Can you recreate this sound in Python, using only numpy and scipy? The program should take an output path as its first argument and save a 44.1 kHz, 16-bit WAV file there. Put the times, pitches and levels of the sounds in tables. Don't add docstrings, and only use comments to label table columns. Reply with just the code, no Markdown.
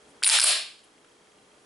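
import sys
import numpy as np
from scipy import signal
from scipy.fft import rfft, irfft
from scipy.io import wavfile
from scipy.ndimage import uniform_filter1d

SR = 44100
rng = np.random.default_rng(int(sys.argv[2]) if len(sys.argv) > 2 else 0)


def store_wav(level_fs):
    pcm = np.round(np.clip(np.atleast_2d(level_fs), -1, 1) * 32767)
    wavfile.write(sys.argv[1], SR, pcm.T.astype(np.int16))


def invert_db(x):
    u = np.asarray(x, float) / 20
    return 10 ** u


N = 72765
T = np.arange(N) / SR

# f/Hz, density/dB per Hz
AIR_SPECTRUM = [(25, -16), (65, -8.5), (100, -9), (250, 1), (450, -1.5), (1000, -5), (3000, -12),
                (10000, -16)]
# f/Hz, level/dB
AIR_SIDE = [(60, -24), (110, -17), (190, -15.5), (350, -9), (630, -3), (1130, -2), (2030, -2), (3640, -3.5),
            (6550, -7.5), (11800, -9.5)]
# f/Hz, level/dB
HUM_LINES = [(290.7, -83), (339.1, -76), (419.9, -71.5), (479.1, -75), (602.9, -79.5), (775.2, -82),
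             (1195, -82)]
RUSTLE_T_S = (.075, .09, .105, .13)
# f/Hz, level/dB, t60/s
ROOM_BANDS = [(301, 2.5, 0.34), (671, 0.5, 0.39), (1500, -2, 0.37), (3240, 2.5, 0.45), (5160, -1, 0.32),
              (7450, -2.5, 0.29), (10350, 7, 0.2)]
# f/Hz, level/dB
ROOM_SIDE = [(300, -13), (1000, -5), (4000, -8), (9000, -9.5)]
# f/Hz, level/dB
MIC = [(80, -58), (300, -32.5), (700, -5.5), (2500, 2), (5000, 0), (7500, 1.5), (9500, 0)]
# t/s, level/dB, f/Hz, fade/cycles
JOLTS = [
    (.26, -54, 80, .7),
    (.268, -55, 200, 1.2),
    (.296, -52, 200, 1.2),
    (.412, -57, 250, 1.2),
    (.435, -49, 230, 1.5),
]
# t/s, level/dB, f/Hz, fade/cycles
THUMPS = [
    (0.2234, -25.5, 1500, 4.1),
    (.2975, -31.5, 900, 10),
    (.4375, -34, 612, 3.4),
    (.4425, -27.5, 1190, 3.05),
]
SPRING_T_S = (.2525, .256, .286, .2885)
# f/Hz, level/dB, t60/s
STEEL_MODES = [(900, -15, .015), (1600, -5.5, 0.013), (2346, -9.5, 0.03), (2690, -8.5, 0.008),
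               (3300, -8, 0.0071), (4140, -5, 0.036), (4487, -0.5, 0.01), (5000, -3, .015),
               (7280, -6, 0.0073), (8360, 1.5, 0.0034), (9090, 6, 0.02), (10130, 5, .012),
               (10480, -17, 0.024)]
# t/s, peak level/dB, ring f/Hz, rattle length/s
SETTLE = [(.792, -49, 4300, .002), (.803, -48, 4500, .0015), (.838, -47, 10600, .014),
          (.835, -56, 3000, .03), (.979, -58, 1800, .002), (.98, -57, 3000, .002), (1.046, -49, 1400, .003),
          (1.047, -53, 2500, .003), (1.271, -53, 1900, .003), (1.317, -59, 2750, .005),
          (1.384, -56, 2750, .005), (1.516, -55, 2750, .006), (1.583, -56, 2750, .005)]
# t/s, peak level as heard/dB, main ring f/Hz, rattle length/s
PULL = [(.2284, -18, 3300, .0025), (.2318, -18, 3000, .0015), (.2358, -6, 4500, .0015),
        (.2443, -7, 4200, .0045), (.2519, -8, 10300, .0012), (.2648, -8, 2900, .0025),
        (.2749, -8, 9240, .004), (.2802, -10.5, 9250, .003), (.2902, -4.5, 6400, .0022),
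        (.2975, -6.5, 4700, .0025), (.3025, -14, 4800, .003)]
# t/s, peak level as heard/dB, main ring f/Hz, rattle length/s
LET_GO = [
    (.3879, -8, 1600, .002),
    (.3976, -7, 4990, .004),
    (.4044, -8, 5000, .002),
    (.4135, -13, 9500, .002),
    (.4158, -7.5, 10500, .0015),
    (.4247, -8.5, 10500, .003),
    (.4295, -17, 3000, .002),
    (.4339, -13, 8000, .0008),
    (.4369, -4, 9940, .0038),
    (.4423, -6, 10300, .0038),
]
PULL_DUCK_DB = [1, 2, 7.1, 25.9, 10, 21, 25.2, 4.9, 25, 22, 17]
LET_GO_DUCK_DB = [12.4, 24.93, 12.3, 19, 16.9, 14.8, 10.1, 23, 21.63, 19]

AIR_DB = -57.5
RUSTLE_DB, RUSTLE_HZ = -63, 9500
TICK_DB, TICK_WAVER_DB, TICK_HZ = -62.5, 1.2, 3243
FRAME_S, TICK_START_S, TICK_LENGTH_S = 1.001 / 30, .012, .013
ROOM_DB, ROOM_BUILD_S, FIRST_ECHO_S = -10, .012, .004
LOOK_AHEAD_S, RELEASE_S = .0015, .045
SLOW_DUCK_DB, SLOW_RELEASE_S = 3, 2.1
SPRING_DB, SPRING_SEND_DB, SPRING_WAVER = -18.5, -9, .45
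SPRING_HZ, SPRING_WIDTH_HZ = 9508, 45
STEEL_DB, SCATTER_DB, CRACK_DB, NEAR_DB = -1, 3, -2, 1.5
RING_DB, SETTLE_RING_DB, RING_Q, FULL_RING_HZ = 2, 22, 5, 4000
RATTLE_FADE, RATTLE_STOP_S, SNAP, SNAP_S = 1.5, .0006, .8, .00025
SEND_RING_DB, SEND_RING_Q, SEND_STEEL_DB = 0, 2.6, -2.5
KNOCK_SAMPLES, LEAD_SAMPLES = 4096, 512
LOW_CUT_HZ, TOP_HZ = 340, 11060
NOTCH_HZ, NOTCH_WIDTH_HZ, NOTCH_SHARE = 6250, 1100, .65


def along(table, hz, col=1):
    table = np.array(table)
    return np.interp(np.log(np.maximum(hz, 1.)), np.log(table[:, 0]), table[:, col])


def colour(x, table):
    n = x.shape[-1]
    hz = np.arange(n // 2 + 1) * SR / n
    return irfft(rfft(x) * invert_db(along(table, hz)), n)


def unit(x):
    return x / np.sqrt(np.mean(x ** 2))


def reso(x, hz, width_hz):
    return signal.lfilter(*signal.iirpeak(min(hz, .45 * SR), hz / width_hz, fs=SR), x)


def walk(rate_hz):
    k = int(SR / rate_hz)
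    steps = np.repeat(rng.standard_normal(N // k + 1), k)
    return 1.17 * uniform_filter1d(uniform_filter1d(steps, k), k)[:N]


def ventilation():
    mid, side = colour(rng.standard_normal((2, N)), AIR_SPECTRUM)
    low = reso(mid, 300, 600) * (invert_db(2.0 * walk(25)) - 1)
    noise = unit(mid + low) * invert_db(AIR_DB)
    side = colour(side, AIR_SIDE) / np.std(mid) * invert_db(AIR_DB)
    return noise + side * np.array([[1], [-1]])


def mains_hum():
    hum = 0
    for hz, db in HUM_LINES:
        level = invert_db(db + 6.5 + 2.0 * walk(6.5))
        cycles = hz * T + 0.0838 * walk(3.2) + rng.random()
        hum = hum + level * np.sin(2 * np.pi * cycles)
    return hum


def frame_tick():
    age = (T - TICK_START_S) % FRAME_S / TICK_LENGTH_S
    level = invert_db(TICK_DB + TICK_WAVER_DB * walk(30))
    return level * np.sin(2 * np.pi * TICK_HZ * T) * np.sin(np.pi * np.minimum(age, 1))


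def rustle():
    rub = unit(reso(rng.standard_normal(N), RUSTLE_HZ, 3000))
    return invert_db(RUSTLE_DB) * rub * np.interp(T, RUSTLE_T_S, [0, 1, 1, 0])


def room(x):
    mid, side = 0, 0
    build = 1 - np.exp(-np.maximum(T - FIRST_ECHO_S, 0) / ROOM_BUILD_S)
    for hz in 200 * 2 ** np.arange(0, 6, 1 / 3):
        fade = invert_db(along(ROOM_BANDS, hz) - 60 * T / along(ROOM_BANDS, hz, col=2)) * build
        band = reso(rng.standard_normal((2, N)), hz, hz / 4) * fade
        mid = mid + band[0]
        side = side + band[1] * invert_db(along(ROOM_SIDE, hz))
    scale = invert_db(ROOM_DB) / np.sqrt(np.sum(mid ** 2))
    echoes = scale * np.array([mid + side, mid - side])
    return signal.fftconvolve(x[None], echoes, axes=1)[:, :N]


def duck_db():
    dips = []
    for (s, _, _, length_s), depth_db in zip(PULL + LET_GO, PULL_DUCK_DB + LET_GO_DUCK_DB):
        dip = np.clip((T - s) / LOOK_AHEAD_S + 1, 0, 1)
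        dips.append(depth_db * dip * np.exp(-np.maximum(T - s - length_s, 0) / RELEASE_S))
    first_s, last_s = PULL[0][0], LET_GO[-1][0]
    slow = SLOW_DUCK_DB * np.clip((T - first_s) / (last_s - first_s), 0, 1)
    slow = slow * np.exp(-np.maximum(T - last_s, 0) / SLOW_RELEASE_S)
    return np.max(dips, axis=0) + slow


def thumps(rows):
    out = 0
    for s, db, hz, cycles in rows:
        fade = (T > s) * np.exp(-np.maximum(T - s, 0) * hz / cycles)
        out = out + invert_db(db) * np.sin(2 * np.pi * hz * (T - s)) * fade
    return out


def spring():
    rub = unit(reso(rng.standard_normal(N), SPRING_HZ, SPRING_WIDTH_HZ))
    tone = np.sin(2 * np.pi * SPRING_HZ * T) + SPRING_WAVER * rub
    level = invert_db(SPRING_DB + np.array([[0], [SPRING_SEND_DB]]))
    return level * tone * np.interp(T, SPRING_T_S, [0, 1, 1, 0])


def rattle(t, length_s):
    chance = rng.standard_normal((2, len(t)))
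    stop = np.clip((length_s + RATTLE_STOP_S - t) / RATTLE_STOP_S, 0, 1)
    shape = np.exp(-t / (RATTLE_FADE * length_s)) * stop + SNAP * np.exp(-t / SNAP_S)
    return shape * chance[0] * invert_db(3 * chance[1])


def steel(push):
    out = 0
    for (hz, db, t60_s), (a, b) in zip(STEEL_MODES, rng.standard_normal((len(STEEL_MODES), 2))):
        out = out + invert_db(db + SCATTER_DB * a) * unit(reso(push, hz * (1 + 0.012 * b), 2.12 / t60_s))
    return unit(out)


def knocks(rows, ring_db):
    out = np.zeros((2, N + KNOCK_SAMPLES))
    t = np.arange(KNOCK_SAMPLES) / SR
    edge = signal.windows.tukey(KNOCK_SAMPLES, .2)
    click = 1. * (np.arange(KNOCK_SAMPLES) == LEAD_SAMPLES)
    for s, db, hz, length_s in rows:
        push = rattle(t, length_s)
        ring = invert_db(ring_db) * min(hz / FULL_RING_HZ, 1) * unit(reso(push, hz, hz / RING_Q))
        hit = invert_db(STEEL_DB) * steel(push) + ring + invert_db(CRACK_DB) * unit(push)
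        hit = colour(np.roll(hit, LEAD_SAMPLES), MIC) * edge
        hit = hit * invert_db(db) / np.max(np.abs(hit))
        smooth = unit(click) + invert_db(SEND_RING_DB) * unit(reso(click, hz, hz / SEND_RING_Q))
        smooth = unit(colour(smooth, MIC))
        send = np.std(hit) * smooth * edge + invert_db(SEND_STEEL_DB) * hit
        i = int(s * SR) - LEAD_SAMPLES
        out[:, i:i + KNOCK_SAMPLES] += [invert_db(NEAR_DB) * hit, send]
    return out[:, :N]


def scene():
    parts = knocks(PULL + LET_GO, RING_DB) + knocks(SETTLE, SETTLE_RING_DB) + spring() + thumps(THUMPS)
    parts = signal.sosfilt(signal.butter(4, LOW_CUT_HZ, "high", fs=SR, output="sos"), parts)
    true_level = invert_db(duck_db())
    gun, send = parts * true_level
    pan = invert_db(np.array([[.2], [-.2]]))
    heard = (gun + thumps(JOLTS) * true_level) * pan + room(send)
    heard = heard - NOTCH_SHARE * reso(heard, NOTCH_HZ, NOTCH_WIDTH_HZ)
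    return heard + ventilation() + mains_hum() + frame_tick() + rustle()


def roll_off(x):
    return signal.sosfilt(signal.butter(12, 12380, fs=SR, output="sos"), x)


def record(dry):
    top_cut = signal.ellip(10, .3, 75, TOP_HZ, fs=SR, output="sos")
    mix = signal.sosfilt(top_cut, dry) * invert_db(-duck_db())
    return roll_off(mix)


dry = scene()
out = record(dry)
store_wav(out)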